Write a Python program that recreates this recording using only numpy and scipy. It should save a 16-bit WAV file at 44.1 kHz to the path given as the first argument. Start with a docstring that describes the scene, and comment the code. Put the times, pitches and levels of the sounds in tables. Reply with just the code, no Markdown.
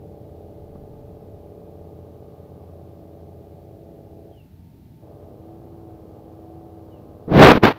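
"""Truck on its engine brake

A loaded diesel truck drones down a mountain road, far from the microphone, over rumble, breeze, hum and hiss.
Its drone is a sum of engine orders (tones at multiples of the cycle rate) shaped by the exhaust pipe, plus
noise in puffs. The brake lets go for a gear change and comes back at higher, surging revs.
A bird, made of falling sine tones, whistles twice. Bursts of noise and damped thumps are brushes and knocks
at the microphone: a small touch early on, and hard ones at the end that overload it."""
import sys
import numpy as np
from scipy import signal
from scipy.fft import rfft, irfft, next_fast_len
from scipy.io import wavfile
from scipy.ndimage import map_coordinates

SR = 44100
rng = np.random.default_rng(int(sys.argv[2]) if len(sys.argv) > 2 else 0)


def generate_wav(sig):
    """Save sig (samples, or channels by samples) to the path in sys.argv[1] as 16-bit PCM at SR."""
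    pcm = np.round(np.clip(np.atleast_2d(sig).T, -1, 1) * 32767).astype(np.int16)
    wavfile.write(sys.argv[1], SR, pcm)


N = 343098  # length in samples

# How strong the drone's treble is. Each row: time in seconds, change of level in dB.
TREBLE_LEVEL = [(0, -6.5), (0.9, -2), (2.6, 2.5), (4.3, -8), (5.1, 2), (7.2, 3.5)]
# Colour of rubbing noise. Each row: frequency in Hz, relative level in dB when soft, the same when sharp.
RUB_COLOUR = [(12, -50, -52), (28, -58, -34), (60.6, -12, -14), (145, 1.5, -11), (270, -1.5, 0.5),
              (420, -3.5, 1), (554, -7.5, -4.5), (700, -12.5, -0.5), (1240, -24.5, -4), (2440, -46.5, -11),
              (4160, -51, -20), (5920, -61.5, -34), (8050, -74, -52.5), (12000, -81, -39.5),
              (15500, -64, -39.5)]


def gain_of(db):
    """Turns decibels into amplitude."""
    return 10 ** (np.asarray(db) / 20)


def evened(x):
    """Scales a sound to an rms (average strength) of 1."""
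    return x / np.sqrt(np.mean(abs(x) ** 2) + 1e-20)


def curve(rows, t, axis=1):
    """Reads one column of a time table, joined by straight lines."""
    rows = np.array(rows, float)
    return np.interp(t, rows[:, 0], rows[:, axis])


def read(rows, hz, axis=1):
    """Reads one column of a spectrum, joined by straight lines over log frequency."""
    rows = np.array(rows, float)
    return np.interp(np.log(hz + 1), np.log(rows[:, 0] + 1), rows[:, axis])


def coloured(x, spectrum, axis=1):
    """Filters x by a spectrum and scales it to rms 1, so only the spectrum's shape matters."""
    size = next_fast_len(len(x))
    gains = gain_of(read(spectrum, np.fft.rfftfreq(size, 1 / SR), axis))
    return evened(irfft(rfft(x, size) * gains, size)[:len(x)])


def drift(t, rate_hz):
    """Smooth random wandering with an rms of about 1."""
    knots = rng.standard_normal(4096)
    return map_coordinates(knots, [t * 2 * rate_hz], order=2, mode="wrap")


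def add(mix, s, sound):
    """Mixes a sound in at time s, in seconds."""
    part = mix[max(round(s * SR), 0):][:len(sound)]
    part += sound[:len(part)]


def crest_db(age, rise_db_per_s, fall_db_per_s):
    """A level that climbs to 0 dB at age 0 and then falls (a negative fall goes on rising)."""
    return np.minimum(rise_db_per_s * age, -fall_db_per_s * age)


def engine_speed(t):
    """Engine cycles per second: the mean speed plus dying swings of the drive line after each jolt."""
    # Each row: time in seconds, mean speed in four-stroke cycles per second.
    mean_speed = [(0, 17.08), (1.8, 17.08), (4.35, 16.52), (4.52, 17.35), (4.75, 17.3), (5.03, 17.68),
                  (5.7, 18.21), (7.3, 17.83)]
    # Each row: start in seconds, swing in cycles per second, period in seconds, decay time in seconds.
    jolts = [(0.115, 0.065, 1.043, 6.2), (4.488, 0.78, 0.959, 2.1)]
    speed = curve(mean_speed, t)
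    for s, swing, period, decay in jolts:
        age = np.maximum(t - s, 0)
        speed = speed + swing * np.exp(-age / decay) * np.sin(2 * np.pi * age / period)
    return speed


def brake_db(t):
    """The engine brake bites quickly, holds, and dies away to the level of the coasting engine."""
    # One spell for each gear. Each row: on in seconds, off in seconds, strength in dB, trend in dB per second.
    spells = [(-0.1, 4.313, 0.76, -0.65), (4.98, 7.8, -1, 0.44)]
    bite_s, release_db_per_s, coast_db = 0.061, 117, -27
    levels = []
    for on, off, db, trend in spells:
        held = db + trend * (t - on)
        bite = coast_db * np.maximum(1 - (t - on) / bite_s, 0)
        release = release_db_per_s * np.maximum(t - off, 0)
        levels.append(held + bite - release)
    return np.maximum(np.max(levels, axis=0), coast_db)


def exhaust(fade_db=1.1, fade_hz=2.5, smear=0.18, top_hz=950):
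    """Engine orders swell at the pipe's resonances; moving air fades them and wavers high ones most."""
    # Orders before the pipe. Each row: frequency in Hz, level of one order in dB.
    order_spectrum = [(100, -61), (250, -73.5), (430, -70.5), (700, -82), (850, -76), (960, -91),
                      (1200, -84.5), (1380, -97.5), (1550, -91.5), (1750, -104)]
    # Orders that unequal cylinders lift or cancel. Each row: multiple of the cycle rate, change in dB.
    uneven_orders = dict([(10, 2), (12, 8), (18, 10), (20, 3), (23, -8), (25, 1.5), (26, 3.5), (28, 5),
                          (34, 8), (38, 6), (40, 9), (46, 7), (58, 5), (59, 7), (65, 9), (71, 8), (72, 7)])
    # Pipe resonances. Each row: centre in Hz, half width in Hz, boost in dB.
    pipe = [(110.8, 3.5, 10.5), (166.7, 9.4, 11.5), (247, 6.9, 15.5), (330.9, 12.9, 15.5),
            (413.2, 26.6, 17), (444, 3.3, 7.5), (496.2, 9, 12), (579.4, 33, 15.5), (659.3, 15.6, 14.5),
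            (729.6, 16, 16.5), (805, 22, 6), (1040, 26, 9)]
    odd_db = -4.4  # odd orders are weaker
    step, cylinders, scatter = 10, 6, .5  # works on every 10th sample; scatter of the phases in radians
    t = np.arange(0, N, step) / SR
    speed, treble_db = engine_speed(t), curve(TREBLE_LEVEL, t)
    angle = 2 * np.pi * np.cumsum(speed) * step / SR
    drone = np.zeros(len(t))
    for k in range(6, 98):
        hz = k * speed
        db = read(order_spectrum, hz) + odd_db * (k % 2) + uneven_orders.get(k, 0)
        db = db + sum(peak / (1 + ((hz - centre) / width) ** 2) for centre, width, peak in pipe)
        height = hz.mean() / top_hz
        db = db + treble_db * (height > 1) + fade_db * drift(t, fade_hz)
        waver = smear * (1 + 1.9 * height ** 3) * drift(t, 2 * fade_hz)
        # orders six apart keep in step and share the power among six pulses
        firing = np.pi * k ** 2 / cylinders
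        # odd orders shift the timing of the pulses more than their strength
        limp = np.pi / 2 * (k % 2)
        phase = firing + limp + scatter * rng.standard_normal() + waver
        drone += gain_of(db) * np.cos(k * angle + phase)
    # a gear whine sings on through the gear change
    gear_order, whine_db, whine_fade_db = 50.5, -73.5, 3
    whine_level = gain_of(whine_db + whine_fade_db * drift(t, 2 * fade_hz))
    whine = whine_level * np.cos(gear_order * angle)
    braked = drone * gain_of(brake_db(t))
    return np.sqrt(2) * signal.resample_poly(braked + whine, step, 1)[:N]  # sqrt(2): levels above are rms


def rasp(t, top_hz=950):
    """A noisy puff of gas with each exhaust pulse; every third is stronger."""
    # Colour of the rushing gas. Each row: frequency in Hz, relative level in dB.
    gas_colour = [(60, -19), (200, -4.5), (330, 0), (450, -1.5), (650, -3), (830, -5.5), (960, -19),
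                  (1220, -19.5), (1400, -30.5), (1560, -30.5), (1900, -43), (4000, -65)]
    rasp_db = -52  # before the brake's rise and fall
    puff_share, steady, uneven = .3, .35, .15  # decay as a share of the pulse gap; constant flow; unevenness
    cycles = np.cumsum(engine_speed(t)) / SR
    since_pulse = (6 * cycles) % 1  # six pulses to a cycle
    puffs = (steady + np.exp(-since_pulse / puff_share)) * (1 + uneven * np.cos(2 * np.pi * 2 * cycles))
    gas = coloured(puffs * rng.standard_normal(N), gas_colour)
    high_pass = signal.butter(6, top_hz, "high", fs=SR, output="sos")
    top = signal.sosfiltfilt(high_pass, gas)
    # only the treble follows the treble level
    return (gas + top * (gain_of(curve(TREBLE_LEVEL, t)) - 1)) * gain_of(rasp_db + brake_db(t))


def background(t, hum_waver_db=2, hum_waver_hz=1.51):
    """Noise for road rumble, breeze and faint hiss, and a wavering low sine hum beside the exhaust."""
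    # Colours of the distant road, of breeze on the microphone and of the hiss.
    # Each row of these three: frequency in Hz, relative level in dB.
    rumble_colour, breeze_colour, hiss_colour = [(15, -37), (30, -22), (48, -11.5), (70, -2.5), (135, -0.5),
                                                 (200, -8), (330, -12), (430, -19.5), (520, -27.5),
                                                 (660, -22), (880, -31.5), (1000, -36), (1600, -43),
                                                 (3000, -69)], [(12, -29), (28, -1), (48, -5), (90, -2),
                                                                 (250, -38), (800, -80)], [(300, -1), (900, -7.5),
                                                                                 (1500, 3.5), (2200, 4),
                                                                                 (4200, 2), (6300, -4),
                                                                                 (8500, -6.5),
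                                                                                 (11500, -0.5), (15000, 3),
                                                                                 (16000, -3)]
    # Strength of the rumble. Each row: time in seconds, rms level in dB.
    rumble_level = [(0, -45), (2.4, -47.5), (4.9, -46.5), (5.6, -45), (6.5, -49)]
    rumble = coloured(rng.standard_normal(N), rumble_colour) * gain_of(curve(rumble_level, t))

    # one gust rises quickly and dies away to a calm level
    gust_s, gust_peak_db, calm_db = 0.71, -48.5, -69
    gust_db = gust_peak_db + crest_db(t - gust_s, rise_db_per_s=40, fall_db_per_s=11)
    breeze = coloured(rng.standard_normal(N), breeze_colour) * gain_of(np.maximum(gust_db, calm_db))

    # the hum slowly rises in pitch and fades; these are its pitch and level at the start
    hum_hz, hum_rise_hz_per_s = 85.4, 0.42
    hum_db, hum_fade_db_per_s = -50, 0.54
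    hum = np.sqrt(2) * np.sin(2 * np.pi * np.cumsum(hum_hz + hum_rise_hz_per_s * t) / SR)
    hum *= gain_of(hum_db - hum_fade_db_per_s * t + hum_waver_db * drift(t, hum_waver_hz))

    hiss_db = -68.5
    hiss = coloured(rng.standard_normal(N), hiss_colour) * gain_of(hiss_db)
    return rumble + breeze + hum + hiss


def brushing(edge_s=0.0028, judder_db=2, judder_hz=110, snag_share=0.5):
    """Stick-slip friction on the microphone: strokes of noise that swell and ease, juddering and snagging."""
    # Each row: start, hardest moment and end in seconds, level when hardest in dB before the soft edges,
    # rise in dB per second, fade in dB per second (negative goes on rising),
    # sharpness from 0 to 1 at first touch, the same when hardest (both are squared below).
    strokes = [(0.748, 0.755, 0.775, -53, 300, 10, 0.2, 0.2), (7.279, 7.323, 7.4, -15.5, 380, 6, 0, 0.33),
               (7.33, 7.433, 7.522, 0, 181, 53, 0.44, 0.76), (7.524, 7.535, 7.579, -17, 300, -1, 0.8, 0.72),
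               (7.579, 7.58, 7.632, -35.5, 300, 10, 0.4, 0.4),
               (7.632, 7.648, 7.724, -7.5, 20, 211, 0.63, 0.84), (7.724, 7.73, 7.79, -45, 300, 1, 0.95, 1)]
    snags_per_s, margin_s = 300, .02
    out = np.zeros(N)
    for start, hardest, end, db, rise, fade, first_sharp, grip_sharp in strokes:
        t = np.arange(SR // 3) / SR + start - margin_s
        # snags are clicks at random moments
        snags = evened(rng.choice([-1, 1], len(t)) * (rng.random(len(t)) < snags_per_s / SR))
        judder = gain_of(judder_db * drift(t, judder_hz))
        slips = rng.standard_normal(len(t)) * judder + snag_share * snags
        grip_times = [start, max(hardest, start + edge_s)]
        sharp = np.interp(t, grip_times, [first_sharp, grip_sharp]).clip(0, 1) ** 2
        soft_rub, sharp_rub = coloured(slips, RUB_COLOUR), coloured(slips, RUB_COLOUR, axis=2)
        rub = evened((1 - sharp) * soft_rub + sharp * sharp_rub)
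        # smooth edges where the touch begins and ends
        contact = (1 + np.tanh((t - start) / edge_s)) / 2 * (1 + np.tanh((end - t) / edge_s)) / 2
        add(out, t[0], rub * np.sqrt(contact) * gain_of(db + crest_db(t - hardest, rise, fade)))
    return out


def knocks(body_hz=210):
    """Dull, quickly damped thumps of the camera body: a decaying sine with some gritty noise."""
    # Each row: start in seconds, peak level in dB, decay time in seconds, grit from 0 to 1.
    hits = [(0.752, -32, 0.014, 0.6), (7.279, -19, 0.003, 0.05), (7.321, -6, 0.002, 0.6),
            (7.367, -5, 0.002, 0.5), (7.377, -4, 0.002, 0.8), (7.553, -5, 0.002, 0.5),
            (7.572, -8, 0.004, 0.4), (7.634, -4, 0.005, 0.9)]
    out, t = np.zeros(N), np.arange(SR // 10) / SR
    for s, db, decay, grit in hits:
        thump = np.sin(2 * np.pi * body_hz * t) + grit * coloured(rng.standard_normal(len(t)), RUB_COLOUR)
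        thump *= (1 - np.exp(-t / 0.0011)) * np.exp(-t / decay)  # quick onset, then decay
        add(out, s, gain_of(db) * thump / abs(thump).max())
    return out


def bird(echo_db=-5, echo_t60=0.3, flutter_db=4.0):
    """Falling sine whistles that swell in the middle, with a fading noise echo scattered by the trees."""
    # Each row: start in seconds, length in seconds, first pitch in Hz, last pitch in Hz,
    # mid-whistle level in dB before the flutter.
    whistles = [(4.302, 0.14, 3400, 2520, -64.5), (6.858, 0.155, 3370, 2470, -70)]
    song = np.zeros(N)
    for s, length, start_hz, end_hz, db in whistles:
        u = np.linspace(0, 1, round(length * SR))  # progress through the whistle
        swell = np.sin(np.pi * u) * gain_of(db + flutter_db * drift(u * length, 31.45))
        pitch_hz = start_hz + (end_hz - start_hz) * u
        add(song, s, swell * np.sin(2 * np.pi * np.cumsum(pitch_hz) / SR))
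    age = np.arange(SR // 2) / SR
    # the echo drops by 60 dB in echo_t60 seconds
    trees = rng.standard_normal(len(age)) * np.exp(-np.log(1000) * age / echo_t60)
    echo = signal.oaconvolve(song, trees / np.linalg.norm(trees))[:N]
    return song + gain_of(echo_db) * echo


def scene():
    """The far truck and the roadside, with handling noise right at the microphone."""
    t = np.arange(N) / SR
    truck = exhaust() + rasp(t)
    handling = brushing() + knocks()
    return (truck + background(t) + handling + bird())[None]


def record(dry):
    """The input clips at full scale; then a low-pass filter limits the band."""
    edge_hz = 15700
    clipped = np.clip(dry, -1, 1)
    low_pass = signal.firwin(511, edge_hz, window=("kaiser", 9), fs=SR)
    return signal.oaconvolve(clipped, low_pass[None], "same")


dry = scene()
out = record(dry)
generate_wav(out)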